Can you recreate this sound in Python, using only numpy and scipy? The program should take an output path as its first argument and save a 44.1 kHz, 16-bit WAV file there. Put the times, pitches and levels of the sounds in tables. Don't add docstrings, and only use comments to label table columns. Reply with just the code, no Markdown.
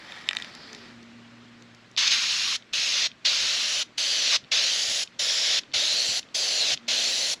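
import sys
import numpy as np
from scipy import signal
from scipy.fft import rfft, irfft
from scipy.io import wavfile
from scipy.ndimage import uniform_filter1d

SR = 44100
rng = np.random.default_rng(int(sys.argv[2]) if len(sys.argv) > 2 else 0)


def wav_out(sig):
    wavfile.write(sys.argv[1], SR, np.round(np.clip(np.atleast_2d(sig).T, -1, 1) * 32767).astype(np.int16))


N = 326340
TIME = np.arange(N) / SR

# start_s, length_s, sweep (signed size), hiss_db, fizz_over_hiss_db, rush_over_hiss_db,
# hollow_over_hiss_db, part_echo_left_ms, part_echo_right_ms, part_echo_strength (factor),
# board_echo_ms (at mid-sweep), gap_boost_db
SPRAY_SWEEPS = [ (1.976, 0.59, 0.95, -25, -20.5, -33, -6, 0.82, 0.74, 0.073, 1.2, -1.5),
                (2.734, .338, -0.72, -24.5, -21.5, -28, -15, 0.92, 0.76, 0.092, 1.3, -1.5),
                (3.251, 0.58, 0.84, -24.9, -19, -24.5, -11.5, 0.88, 0.7, .06, 1.5, -2),
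                (3.98, 0.39, -0.95, -24.5, -18, -22.5, -20, .815, 0.64, 0.079, 1.3, 1.3),
                (4.518, 0.52, 1.45, -25.5, -15.5, -21.5, -22, 0.91, 0.59, 0.078, 1.54, 1.5),
                (5.194, 0.4, -0.78, -24.5, -16.5, -21.5, -30, 0.58, 0.56, 0.094, 1.26, 3),
                (5.739, 0.4585, 1, -26.5, -13, -19, -30, 0.936, 0.673, 0.069, 1.17, 6.5),
                (6.347, 0.4, -0.95, -26.5, -13, -17, -28, 0.95, 0.64, 0.059, 1.39, 7),
                (6.883, 0.46, 0.88, -26.5, -12, -17.5, -30, 0.74, 0.7, 0.011, 1.08, 4)]
# pitch_hz, level_db (relative), t60_s
CAN_MODES = [(850, -18, 0.031), (1290, -12.5, 0.012), (1725, -13, 0.019), (1930, -13, 0.024),
             (2380, -8.5, 0.013), (2570, -8, 0.0088), (3100, -9, 0.011), (3650, -3, 0.0099),
             (4310, -4.5, 0.0046), (5350, -17, 0.0087), (6130, -15, 0.0063), (7300, -1, 0.0042),
             (8270, -8, 0.0063), (10300, -22, .004), (11960, -28, 0.011)]
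# start_s, level_db, favoured_pitch_hz, scrape_db
CLACKS_AND_TICKS = [(0.1212, -24.5, 3400, -49), (0.2887, -4.5, 3360, -33), (0.3099, -15.5, 1880, -38),
                    (0.3313, -17.5, 1850, -39), (0.35, -23, 1850, -41), (0.3628, -28, 1380, -45),
                    (0.368, -10, 3530, -48), (0.3863, -26, 2150, -45), (0.399, -25, 1750, -48),
                    (0.412, -30, 1690, -53), (0.4224, -19, 3640, -47), (0.4454, -25.5, 2530, -48),
                    (0.5506, -36, 4700, -42.5), (0.73, -36, 1650, -40.5), (0.7482, -28.5, 3600, -44),
                    (1.029, -51, 4000, -53), (1.623, -41, 3210, -54), (1.7477, -49, 3500, -51),
                    (1.914, -52, 5500, -54.5)]
# (relative, per Hz)
GLOVE_SPECTRUM = [(250, -25), (600, 3.5), (1200, 0.5), (2000, 7), (2700, -1), (3700, 1.5), (5200, 1.5),
                  (6200, -7.5), (8000, -26), (10500, -20), (12500, -31), (15500, -42)]
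# pitch_hz, side_minus_mid_db
JET_WIDTH = [(60, -11), (300, -18), (600, -27.5), (1500, -34.5), (3000, -61), (6000, -53), (8000, -26.5),
             (10000, -34), (11500, -2), (13000, 1.5), (16000, -4)]
# pitch_hz, side_minus_mid_db
AIR_WIDTH = [(60, -50), (110, -65), (200, -71), (380, -51), (700, -41), (1290, -49), (2380, -47),
             (4400, -35), (8120, -15), (15000, -2)]

HISS_SWEEP_DB, FIZZ_SWEEP_DB, RUSH_SWEEP_DB = -5, 9.5, 2


def amp(db):
    return 10 ** (np.asarray(db) / 20)


def evened(x):
    return x / np.sqrt(np.mean(x ** 2) + 1e-20)


def read(points, hz):
    f, value = np.transpose(points)
    return np.interp(np.log(hz + 1), np.log(f + 1), value)


def follow(rows, t=TIME):
    s, *columns = np.transpose(rows)
    return [np.interp(t, s, c) for c in columns]


def add(mix, s, sound):
    part = mix[max(round(s * SR), 0):][:len(sound)]
    part += sound[:len(part)]


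def wander(rate_hz):
    hz = np.fft.rfftfreq(N, 1 / SR)
    white = rfft(rng.standard_normal(N))
    return evened(irfft(white * np.exp(-(hz / rate_hz) ** 2), N))


def noise(spectrum, side, patchy_db, colour=None, size=512):
    hz = np.fft.rfftfreq(size, 1 / SR)
    t = np.arange(0, N + size, size // 4) / SR
    a, b, c, d, patches = rng.standard_normal((5, len(t), len(hz)))
    patches = uniform_filter1d(patches, size=10, axis=0)
    patches = evened(uniform_filter1d(patches, size=6, axis=1))
    common = a + 1j * b
    apart = amp(read(side, hz)) * (c + 1j * d)
    channels = np.array([common + apart, common - apart])
    channels = channels * amp(read(spectrum, hz) + patchy_db * patches)
    if colour is not None:
        channels = channels * colour(t[:, None], hz)
    x = signal.istft(channels, nperseg=size, noverlap=size * 3 // 4, time_axis=1, freq_axis=2)[1]
    return evened(x[:, :N])


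def spray(hiss_db=0, fizz_db=6, rush_db=-.5, hollow_db=-3):
    # centre_s, length_s, gain_db (hiss takes half)
    flares = [(1.993, 0.042, 3.5), (2.076, 0.016, 7.5), (2.099, 0.027, -7), (2.126, 0.052, 7.5),
              (4.34, 0.05, 5.5)]
    # (relative, per Hz)
    hiss_spectrum = [(300, -31.5), (800, -25.5), (1250, -16.5), (1600, -11), (1950, -7), (2350, -6),
                     (2800, -1.5), (4200, 1.5), (5200, -3), (6500, -7), (7200, -19.5), (8000, -25),
                     (9500, -38), (16000, -47)]
    fizz_spectrum = [(3500, -23), (5500, 12), (6500, 10.5), (7300, 8.5), (8000, 0), (8700, -4),
                     (9500, -2.5), (10200, 0), (10800, -3.5), (11400, -15.5), (12000, -16.5), (12800, -18),
                     (14200, -23), (15600, -19.5)]
    rush_spectrum = [(40, -30), (130, -29), (250, -28), (370, 1.5), (450, -2), (540, 8.5), (640, 8.5),
                     (800, -0.5), (1050, -5), (1600, -24), (4000, -49)]
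    hollow_spectrum = [(400, -30), (800, -7), (1100, 4.5), (1600, 4.5), (2400, 8), (4000, 9.5), (7000, -4),
                       (12000, -67)]

    _, reach, (level_db, fizz_rel_db, rush_rel_db, hollow_rel_db, *_) = sweeps(TIME)
    flare_db = sum(db * np.exp(-(2 * (TIME - s) / length) ** 4) for s, length, db in flares)
    hiss = amp(hiss_db) * noise(hiss_spectrum, JET_WIDTH, patchy_db=.8, colour=reflections)
    fizz = noise(fizz_spectrum, JET_WIDTH, patchy_db=2.3, colour=reflections)
    fizz = fizz * amp(fizz_db + fizz_rel_db + FIZZ_SWEEP_DB * reach)
    rush = noise(rush_spectrum, JET_WIDTH, patchy_db=0.7)
    rush = rush * amp(rush_db + rush_rel_db + RUSH_SWEEP_DB * reach)
    hollow_gain = np.maximum(amp(flare_db) - 1, amp(hollow_rel_db))
    hollow = amp(hollow_db) * hollow_gain * noise(hollow_spectrum, JET_WIDTH, patchy_db=4.0)
    jet = (hiss + fizz) * amp(flare_db / 2) + rush + hollow
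    sputter_db = .35 * wander(rate_hz=120)
    return jet * valve() * amp(level_db + HISS_SWEEP_DB * reach + sputter_db)


def valve(open_s=.0014, shut_s=0.0021, spurt_db=5, spurt_s=0.0037, dribble_db=-20, dribble_s=0.019):
    flow = np.zeros(N)
    for start, length, *_ in SPRAY_SWEEPS:
        stop = start + length
        opening = (1 + np.tanh((TIME - start) / (2 * open_s))) / 2
        closing = (1 + np.tanh((stop - TIME) / (2 * shut_s))) / 2
        dribble = amp(dribble_db) * np.exp(-np.maximum(TIME - stop, 0) / dribble_s)
        spurt = amp(spurt_db * np.exp(-np.maximum(TIME - start, 0) / spurt_s))
        flow += opening * np.maximum(closing, dribble) * spurt
    return flow


def sweeps(t, bend=0.44):
    rows = np.array(SPRAY_SWEEPS)
    pauses = (rows[:-1, 0] + rows[:-1, 1] + rows[1:, 0]) / 2
    start, length, sweep, *columns = np.moveaxis(rows[np.searchsorted(pauses, t)], -1, 0)
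    place = np.sign(sweep) * (np.clip((t - start) / length, 0, 1) - .5)
    reach = abs(sweep) * (place + bend * (np.cos(np.pi * place) - 2 / np.pi) / 2)
    return place, reach, columns


def reflections(t, hz, gap_width_hz=470, gap_share=0.096, left_loss=0.82, order=3):
    # pitch_hz, share (factor)
    shine = [(500, 0.18), (1500, 0.96), (3000, 3.2), (4500, 2.2), (6500, 3.9), (12000, 0.3)]
    echo_bend, echo_end_share = 3.2, 0.73
    board_sweep_ms, board_echo = -0.46, 0.032

    place, _, (*_, left_ms, right_ms, part, board_ms, boost_db) = sweeps(t)
    leftness = np.clip(.5 - place, 0, 1) ** echo_bend
    part_ms = right_ms + (left_ms - right_ms) * leftness
    facing = echo_end_share + (1 - echo_end_share) * np.cos(np.pi * place)
    turn = -2j * np.pi * hz / 1000
    echoes = part * facing * np.exp(turn * part_ms)
    echoes = echoes + board_echo * np.exp(turn * (board_ms + board_sweep_ms * place))
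    gap_hz = order * 1000 / part_ms
    gap_shape = np.exp(-((hz - gap_hz) / gap_width_hz) ** 2) - gap_share
    gap_db = boost_db * facing * (1 - left_loss * leftness) * gap_shape
    return abs(1 + read(shine, hz) * echoes) * amp(gap_db)


def ring(modes, bright_hz, octaves, contact_s=0.00044):
    t = np.arange(2048) / SR
    hz, db, t60 = np.transpose(modes)[:, :, None]
    weight = amp(db) / (1 + (np.log2(hz / bright_hz) / octaves) ** 2)
    hz = hz * (1 + 0.0076 * rng.standard_normal(hz.shape))
    decay = np.exp(-np.log(1000) * t / t60)
    tone = (weight * decay * np.sin(2 * np.pi * (hz * t + rng.random(hz.shape)))).sum(0)
    tone *= 1 - np.exp(-(t / contact_s) ** 2)
    return tone / np.sqrt(np.mean(tone[:128] ** 2))


def strikes(events, modes, gain_db, octaves):
    out = np.zeros(N)
    for s, db, bright_hz, *_ in events:
        add(out, s, amp(db + gain_db) * ring(modes, bright_hz, octaves))
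    return out


def scrapes(gain_db=3, delay_s=0.0012, length_s=0.0014):
    # (relative, per Hz)
    scrape_spectrum = [(1500, -20), (3000, -15), (4500, 6), (5700, 9), (7200, 3), (8300, -15), (10500, -11),
                       (12500, -24), (15500, -30)]
    bursts = sum(amp(scrape_db) * np.exp(-((TIME - s - delay_s) / length_s) ** 2)
                 for s, _, _, scrape_db in CLACKS_AND_TICKS)
    return amp(gain_db) * bursts * noise(scrape_spectrum, JET_WIDTH, patchy_db=4.0)


def rolling(grains_per_s=900, spread_db=2, ball_db=-1, glove_db=0, rub_db=2.0):
    # time_s, level_db
    movement = [(0, -50.5), (.13, -47), (.25, -51), (.42, -47.5), (.6, -56.5), (.76, -54.5), (.88, -57),
                (1.2, -100)]
    contacts = (rng.random(N) < grains_per_s / SR) * rng.standard_normal(N)
    contacts = contacts * amp(spread_db * wander(rate_hz=16))
    ball = evened(signal.oaconvolve(contacts, ring(CAN_MODES, bright_hz=1790, octaves=0.96))[:N])
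    glove = amp(rub_db * wander(rate_hz=67)) * noise(GLOVE_SPECTRUM, AIR_WIDTH, patchy_db=1.5)
    return amp(follow(movement)[0]) * (amp(ball_db) * ball + amp(glove_db) * glove)


def slide(width_hz=560, rub_db=2):
    start_s, length_s = .42, .5
    level_db, from_hz, to_hz = -53.5, 4600, 4650

    def progress(t):
        return np.clip((t - start_s) / length_s, 0, 1)

    def band(t, hz):
        centre_hz = from_hz + (to_hz - from_hz) * progress(t)
        return np.exp(-((hz - centre_hz) / width_hz) ** 2 / 2)

    swell = np.sqrt(abs(np.sin(np.pi * progress(TIME))))
    friction = noise(GLOVE_SPECTRUM, AIR_WIDTH, patchy_db=0.0, colour=band)
    return swell * amp(level_db + rub_db * wander(rate_hz=49)) * friction


def nozzle_ticks():
    # pitch_hz, level_db (relative), t60_s
    nozzle_modes = [(2560, 0, .012), (3100, -2, 0.015), (3630, 4, 0.0092), (4450, -2, 0.012),
                    (5440, -6, 0.0095), (7200, -12, .006)]
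    # start_s, level_db, favoured_pitch_hz
    finger_moves = [(1.9644, -19, 4250), (2.6234, -35, 3300), (2.728, -31, 3750), (3.1034, -40, 3250),
                    (3.1158, -29.5, 3060), (4.4398, -38, 3620), (4.4454, -36, 3950), (4.4867, -46, 3530),
                    (5.075, -28.5, 3760), (5.6346, -31.5, 3100), (5.717, -38, 4310), (5.724, -33, 4000),
                    (6.229, -30, 3330), (6.2876, -40, 3770), (6.7745, -21.5, 3420), (6.870, -41, 3630)]
    return strikes(finger_moves, nozzle_modes, gain_db=-11, octaves=0.75)


def yard(x, t60=0.15, delay_s=0.0029):
    t = np.arange(SR // 2) / SR
    taps = rng.standard_normal(len(t)) * (rng.random(len(t)) < .1)
    taps = taps * (t > delay_s) * np.exp(-np.log(1000) * t / t60)
    return signal.oaconvolve(x, taps[None] / np.linalg.norm(taps), axes=1)[:, :N]


def puffs(gain_db=-5, length_s=0.021, low_hz=80, high_hz=180):
    # start_s, level_db
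    eddies = [(0.973, -55), (2.11, -51), (2.779, -50), (3.423, -47.5), (4.435, -49.5), (4.886, -48),
              (5.751, -47), (6.086, -43.5), (6.732, -47)]
    swell = sum(amp(db) * np.exp(-((TIME - s - length_s / 2) / length_s) ** 2) for s, db in eddies)
    band = signal.butter(2, [low_hz, high_hz], "bandpass", fs=SR, output="sos")
    return amp(gain_db) * swell * evened(signal.sosfilt(band, rng.standard_normal(N)))


def outdoors(hum_hz=117.5, waver=0.0044):
    # (relative, per Hz)
    air_spectrum = [(15, -60), (25, -43), (102, -20.5), (170, -12), (242, -8), (405, -17), (607, -16.5),
                    (887, -20.5), (1190, -17), (2050, -17), (2610, -19.5), (3250, -21), (4030, -22.5),
                    (7310, -34.5), (16000, -68)]
    # time_s, level_db
    air_level = [(0, -51), (.7, -48), (1.0, -52), (1.9, -54.5), (3.2, -55.5), (7.4, -53)]
    # time_s, fundamental_db, overtones_db
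    hum_level = [(0, -66, -65), (.7, -56, -54.5), (.95, -50, -48), (1.4, -48, -49), (2.1, -52.5, -61.5),
                 (3.2, -59, -64.5), (6.6, -65, -73.5), (6.85, -62, -48), (7.4, -68, -67)]
    # multiple (of the fundamental), level_db (relative)
    hum_harmonics = [(1, -12), (2, -3), (3, -21.5)]
    # time_s, pitch_hz, level_db (rms)
    sagging_tone = [(.66, 450, -66), (.73, 431, -54), (.8, 403, -59), (.87, 370, -60), (.96, 350, -78)]

    turns = np.cumsum(hum_hz * (1 + waver * wander(rate_hz=4.85))) / SR
    low_db, upper_db = follow(hum_level)
    hum = np.zeros(N)
    for k, db in hum_harmonics:
        k = round(k)
        harmonic_db = db + (low_db if k == 1 else upper_db) + 0.55 * wander(rate_hz=6.4)
        hum += amp(harmonic_db) * np.sin(2 * np.pi * k * turns)
    sag_hz, sag_db = follow(sagging_tone)
    sounding = (TIME > sagging_tone[0][0]) * (TIME < sagging_tone[-1][0])
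    sag = amp(sag_db) * np.sin(2 * np.pi * np.cumsum(sag_hz) / SR) * sounding
    air = amp(follow(air_level)[0]) * noise(air_spectrum, AIR_WIDTH, patchy_db=1.2)
    return air + np.sqrt(2) * (hum + sag)


def scene():
    clacks = strikes(CLACKS_AND_TICKS, CAN_MODES, gain_db=-10.5, octaves=0.62)
    handling = clacks + scrapes() + rolling() + slide()
    can = spray() + handling + nozzle_ticks()
    return can + amp(-19.5) * yard(can) + puffs() + outdoors()


def record(dry, notch_hz=9050, notch_width_hz=700, edge_hz=15850):
    notched = signal.lfilter(*signal.iirnotch(notch_hz, notch_hz / notch_width_hz, SR), dry)
    band_limit = signal.firwin(511, edge_hz, window=("kaiser", 9), fs=SR)
    return signal.oaconvolve(notched, band_limit[None], "same")


dry = scene()
out = record(dry)
wav_out(out)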